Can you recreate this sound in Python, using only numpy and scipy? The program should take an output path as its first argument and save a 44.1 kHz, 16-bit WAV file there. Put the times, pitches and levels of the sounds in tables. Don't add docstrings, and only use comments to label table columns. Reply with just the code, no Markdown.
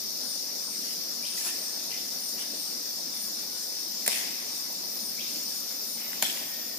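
import sys
import numpy as np
from scipy import signal
from scipy.fft import rfft, irfft, next_fast_len
from scipy.io import wavfile
from scipy.ndimage import uniform_filter1d, map_coordinates

SR = 44100
rng = np.random.default_rng(int(sys.argv[2]) if len(sys.argv) > 2 else 0)


def digitize_waveform(pressure):
    field = np.atleast_2d(pressure).T
    bounded = np.clip(field, -1, 1)
    quanta = np.round(bounded * 32767).astype(np.int16)
    wavfile.write(sys.argv[1], SR, quanta)


N = 298998
T = np.arange(N) / SR
LAG_S = 0.0004436


def amp(db):
    return 10 ** (np.asarray(db) / 20)


def unit(x):
    return x / np.sqrt(np.mean(x ** 2) + 1e-20)


def phase(hz):
    return 2 * np.pi * np.cumsum(hz) / SR


def along(points, hz):
    f, v = np.transpose(points)
    return np.interp(np.log(hz + 1), np.log(f + 1), v)


def wobble(rate_hz):
    return map_coordinates(rng.standard_normal(int(N * rate_hz / SR) + 4), [T * rate_hz])


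def filtered(x, response):
    size = next_fast_len(N + SR // 2)
    return irfft(rfft(x, size) * response(np.fft.rfftfreq(size, 1 / SR)), size)[..., :N]


def modes(table, f):
    return sum((-1) ** k * amp(db) * 1j * f * width / (hz * hz - f * f + 1j * f * width)
               for k, (hz, width, db) in enumerate(table))


def pan(pan_db):
    return amp([[pan_db / 2], [-pan_db / 2]])


def placed(x, pan_db, lag_s=LAG_S):
    return pan(pan_db) * np.array([np.pad(x, (round(lag_s * SR), 0))[:N], x])


def patched(pair, patchy_db):
    spectra = signal.stft(pair, nperseg=512)[2]
    field = uniform_filter1d(rng.standard_normal(spectra.shape[1:]), size=5, axis=0)
    field = uniform_filter1d(field, size=10, axis=1)
    return signal.istft(spectra * amp(patchy_db * unit(field)), nperseg=512)[1][:, :N]


def clicks(rate_hz, blur):
    hits = (rng.random((2, N)) < rate_hz / SR) * rng.standard_normal((2, N))
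    return np.sqrt(1 - blur) * unit(hits) + np.sqrt(blur) * rng.standard_normal((2, N))


# (frequency [Hz], coherence [0-1])
COHERENCE = [(60, 0.89), (250, 0.84), (500, 0.82), (1000, 0.23), (3000, 0.2), (6000, 0.047), (15000, 0.03)]
# (frequency [Hz], left minus right [dB])
BALANCE = [(60, -1), (150, 1), (380, -0.5), (950, 0.5), (2380, 2), (5980, 5.0), (15000, 0)]


def diffuse(pair, colour, patchy_db):
    def mid_side(hz):
        angle = np.arccos(along(COHERENCE, hz)) / 2
        return colour(hz) * [np.cos(angle), np.sin(angle)]

    def microphones(hz):
        lag_s = LAG_S * np.clip(hz / 900, .3, 1)
        half_db = along(BALANCE, hz) / 2
        return [amp(half_db) * np.exp(-2j * np.pi * hz * lag_s), amp(-half_db)]

    mid, side = filtered(patched(pair, patchy_db), mid_side)
    both = filtered(np.array([mid + side, mid - side]), microphones)
    return both / np.sqrt(np.mean(both.mean(0) ** 2))


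# (centre [Hz], width [Hz], gain [dB])
DRUM_MODES = [(4290, 610, -6.5), (5160, 790, 0), (5980, 940, -3.5)]


def cicadas():
    return diffuse(clicks(1500, blur=.74), lambda f: modes(DRUM_MODES, f) ** 1.43, patchy_db=.8)


# (centre [Hz], width [Hz], gain [dB])
WING_MODES = [(13516, 600, 1.5), (13980, 690, 5), (14440, 700, 2.5)]


def katydids():
    return diffuse(clicks(1200, blur=.91), lambda f: modes(WING_MODES, f) ** 3, patchy_db=1.2)


# (frequency [Hz], relative density [dB])
FIZZ_SPECTRUM = [(1760, -100), (3000, -33), (3170, -21), (3540, -3), (5400, -12.5), (7130, -1.5),
                 (7860, -12), (8780, -4), (10600, -7), (11700, -7), (12400, -4), (12800, -14), (13200, -14),
                 (14800, -21), (15200, -16), (15700, -30)]


def fizz():
    return diffuse(rng.standard_normal((2, N)), lambda f: amp(along(FIZZ_SPECTRUM, f)), patchy_db=2.5)


# (frequency [Hz], relative density [dB])
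MURMUR_SPECTRUM = [(15, -66), (25, -32), (113, -18), (223, 0), (421, -8), (555, -6.5), (849, -8.5),
                   (1100, -11), (1300, -13), (1440, -13.5), (1750, -13), (2910, -14), (4000, -14),
                   (5200, -82), (8800, -120)]


def murmur():
    return diffuse(rng.standard_normal((2, N)), lambda f: amp(along(MURMUR_SPECTRUM, f)), patchy_db=1.78)


# (time [s], cicadas [dB], fizz [dB], katydids [dB])
CHORUS_LEVELS = [(0, -37.5, -44, -45), (1.2, -38, -43.5, -45), (2.5, -38.5, -43.5, -44.5),
                 (3.9, -38.5, -44, -45), (4.6, -38.5, -42.5, -45), (5.1, -39.5, -45, -42.5),
                 (5.4, -37.5, -42, -44.5), (5.7, -39, -44, -42.5), (6.2, -41.5, -44.5, -41.5),
                 (6.78, -41, -46, -42)]


def drone(murmur_db=-49):
    times_s, *levels_db = np.transpose(CHORUS_LEVELS)
    cicada_db, fizz_db, katydid_db = [np.interp(T, times_s, db) for db in levels_db]
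    return (cicadas() * amp(cicada_db)
            + katydids() * amp(katydid_db + .56 * wobble(11))
            + fizz() * amp(fizz_db + .78 * wobble(14))
            + murmur() * amp(murmur_db))


def insect(first_s, gap_s, shrink_s, length_s, first_db, fade_db, low_hz, bend_hz, width_hz, pulse_hz):
    swell, hz = np.zeros(N), np.full(N, float(low_hz))
    for k in range(7):
        centre_s = first_s + k * gap_s - shrink_s * k * (k - 1) / 2
        u = np.clip(2 * (T - centre_s) / length_s, -1, 1)
        active = abs(u) < 1
        swell += amp(first_db - fade_db * k) * np.abs(np.cos(np.pi * u / 2)) ** .62 * active
        hz += bend_hz * np.where(u < .3, (.3 - u) / 1.4, (u - .3) / .51) ** 1.6 * active
    pulses = 1 + .8 * np.cos(phase(pulse_hz * (1 + .1 * wobble(60))))
    band = wobble(width_hz) * np.cos(phase(hz)) + wobble(width_hz) * np.sin(phase(hz))
    return swell * unit(pulses * band)


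# (frequency [Hz], relative density [dB])
LEAF_SPECTRUM = [(300, -15), (700, -4), (1250, -6.5), (1700, 0.5), (2500, 3.5), (4500, -0.5), (8000, -1),
                 (12000, -2), (16000, -11)]
# (time [s], rise [s], hold [s], mid level [dB], bass re mid [dB], treble re mid [dB], pan [dB])
LEAF_RUSTLES = [(0.8, .01, 0.12, -53.5, -17, 11, 0), (1.358, .012, 0.048, -54, 1, 19, 0.5),
                (1.435, .02, 0.045, -54, 6, 19, 0.5), (1.903, .005, 0.045, -47.5, -24, 5, 1),
                (2.378, .005, 0.038, -54, -0.5, 14, 0), (4.071, .006, 0.09, -42, -0.5, 10, 3),
                (5.968, .01, 0.21, -56, 1.5, -11, 7.5), (6.221, .002, 0.021, -38, -10.5, 7, 1.5)]


def leaves():
    grains = patched(clicks(3000, blur=.35), patchy_db=3.5)
    crackle = filtered(grains, lambda f: amp(along(LEAF_SPECTRUM, f)))
    bass, low = [filtered(crackle, lambda f: 1 / (1 + (f / hz) ** 4)) for hz in (2230, 4250)]
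    bass, mid, treble = unit(bass), unit(low - bass), unit(crackle - low)
    out = np.zeros((2, N))
    for start_s, rise_s, hold_s, db, bass_db, treble_db, pan_db in LEAF_RUSTLES:
        t60_s = .45 * 2 ** ((db + 45) / 12)
        falling_s = np.maximum(T - start_s - rise_s - hold_s, 0)
        envelope = np.clip((T - start_s) / rise_s, 0, 1) * amp(db - 60 * falling_s / t60_s)
        out += pan(pan_db) * envelope * (amp(bass_db) * bass + mid + amp(treble_db) * treble)
    return out * amp(.9 * wobble(250))


# (time [s], length [s], from [Hz], to [Hz], base level [dB])
BIRD_WHIPS = [(1.227, .056, 2200, 4900, -42.5), (5.172, .064, 1900, 4900, -43)]


def bird_whips(climb_db=2.5):
    out = np.zeros(N)
    for start_s, length_s, from_hz, to_hz, db in BIRD_WHIPS:
        u = np.clip((T - start_s) / length_s, 0, 1)
        hz = from_hz + (to_hz - from_hz) * (.45 * u + .55 * u * u)
        out += amp(db + climb_db * u) * np.abs(np.sin(np.pi * u)) ** .7 * np.sin(phase(hz))
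    return placed(out, pan_db=-1, lag_s=.0003)


def canopy(x, t60_s=.1):
    t = np.arange(SR // 10) / SR
    smear = rng.standard_normal((2, len(t))) * amp(-60 * t / t60_s)
    return x + .9 * signal.fftconvolve(x, smear / np.linalg.norm(smear[0]), axes=1)[:, :N]


# (time
# [s], level [dB], pitch [Hz], t60 [s])
STEM_TICKS = [(1.376, -39, 1950, .05), (1.413, -39, 1740, .04), (1.467, -38, 2480, .05),
              (1.469, -46, 1780, .04), (1.486, -35.5, 1750, .05), (1.508, -38, 1820, .05),
              (1.58, -45, 2350, .03), (1.925, -41, 2045, 0.085), (4.088, -31, 2100, 0.034),
              (4.101, -24, 5000, .03), (4.12, -33, 3150, .03), (4.139, -37, 2200, 0.033),
              (6.235, -33, 2220, .03), (6.249, -30.5, 740, .05), (6.252, -18, 3420, .02),
              (6.266, -31, 2430, 0.025), (6.298, -22, 3320, .03)]


def stem_ticks(attack_s=.00046):
    out, t = np.zeros(N + SR), np.arange(4096) / SR
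    for start_s, db, hz, t60_s in STEM_TICKS:
        envelope = amp(db - 60 * t / t60_s) * (1 - np.exp(-t / attack_s))
        out[round(start_s * SR):][:len(t)] += envelope * np.sin(2 * np.pi * hz * t)
    return placed(out[:N], pan_db=2.4)


# (time [s], length [s], pitch [Hz], level [dB])
FAR_WHISTLES = [(3.02, .07, 4250, -53), (3.45, 0.38, 1480, -62), (3.56, .07, 4100, -55),
                (6.27, .6, 1853, -56.5)]


def far_whistles():
    out, drift_hz = np.zeros(N), 8 * wobble(30)
    for start_s, length_s, hz, db in FAR_WHISTLES:
        u = np.clip((T - start_s) / length_s, 0, 1)
        out += amp(db) * np.sin(np.pi * u) ** .21 * np.sin(phase(hz + drift_hz))
    return placed(out * amp(2.5 * wobble(30)), pan_db=8)


# (centre [Hz], width [Hz], gain [dB])
WOOD_MODES = [(1850, 740, 2.5), (3050, 3200, 1.5), (4900, 2600, 3), (7360, 650, 8), (9780, 1500, 6.5),
              (14150, 1200, 8.5)]
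# (frequency [x knock pitch], gain [dB])
KNOCK_MODES = [(1.07, -4.5), (0.93, -3.5), (0.76, -6.5), (1.7, -13), (2.6, -13)]
# (time [s], tear peak [dB], tilt [dB/octave], knock pitch [Hz], knock gain [dB], pan [dB])
TWIG_SNAPS = [(4.0621, -14, -1, 550, -19, 0), (4.0655, -16, -2, 550, -23, 0),
              (4.0775, -5.5, -1.5, 607, -12, 1.5), (6.131, -23, -6.5, 800, -17, 9),
              (6.2243, -6, -4, 844, -9.5, 3.5), (6.229, -14.5, -3, 700, -13, -1)]


def twigs(tear_t60_s=.014, knock_t60_s=.028, thump_t60_s=.066, thump_hz=222):
    out, t = np.zeros((2, N + SR)), np.arange(2048) / SR
    f = np.fft.rfftfreq(len(t), 1 / SR)
    thump = amp(-16.5 - 60 * t / thump_t60_s) * np.sin(2 * np.pi * thump_hz * t)
    for start_s, db, tilt_db, knock_hz, knock_db, pan_db in TWIG_SNAPS:
        envelope = amp(-60 * t / tear_t60_s) * (1 - np.exp(-t / .00036))
        fibres = envelope * rng.standard_normal((2, len(t)))
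        tilt = amp(tilt_db * np.log2((f + 300) / 5000))
        tear = irfft(rfft(fibres) * modes(WOOD_MODES, f) * tilt)
        ring = sum(amp(mode_db - 60 * t / knock_t60_s) * np.sin(2 * np.pi * ratio * knock_hz * t)
                   for ratio, mode_db in KNOCK_MODES)
        knock = amp(knock_db) * (ring + thump) * (1 - np.exp(-t / .0031))
        snap = tear / abs(tear).max() + knock
        out[:, round(start_s * SR):][:, :len(t)] += amp(db) * pan(pan_db) * snap
    return out[:, :N]


# (frequency [Hz], t60 [s])
TRUNK_DECAY = [(300, 0.77), (2500, 2.16), (6000, 0.55), (14000, 0.027)]


def trunk_echo(x):
    hz, t, spectra = signal.stft(rng.standard_normal((2, SR)), SR, nperseg=256)
    decay = amp(-60 * t / along(TRUNK_DECAY, hz)[:, None])
    tail = signal.istft(spectra * decay, SR, nperseg=256)[1]
    delayed = np.pad(x, ((0, 0), (250, 0)))
    return signal.fftconvolve(delayed, tail / np.linalg.norm(tail[0]), axes=1)[:, :N]


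def scene():
    dipping = insect(first_s=.31, gap_s=.988, shrink_s=.02, length_s=.2, first_db=-43.5, fade_db=.25,
                     low_hz=9100, bend_hz=1400, width_hz=800, pulse_hz=800)
    answering = insect(first_s=.7, gap_s=.972, shrink_s=.006, length_s=.24, first_db=-44.5, fade_db=.87,
                       low_hz=8720, bend_hz=120.8, width_hz=1200, pulse_hz=280)
    insects = placed(dipping, pan_db=10.5) + placed(answering, pan_db=4.8)
    whips = bird_whips()
    hoarse_whips = whips * (1 + .6 * wobble(200))
    foliage = leaves() + stem_ticks() + twigs()
    echo = trunk_echo(amp(-5.5) * insects + amp(-12) * foliage + whips)
    return drone() + insects + foliage + canopy(hoarse_whips) + far_whistles() + echo


def record(dry, low_hz=120, top_hz=15500):
    return filtered(dry, lambda hz: (hz < top_hz) * 1j * hz / (low_hz + 1j * hz))


dry = scene()
out = record(dry)
digitize_waveform(out)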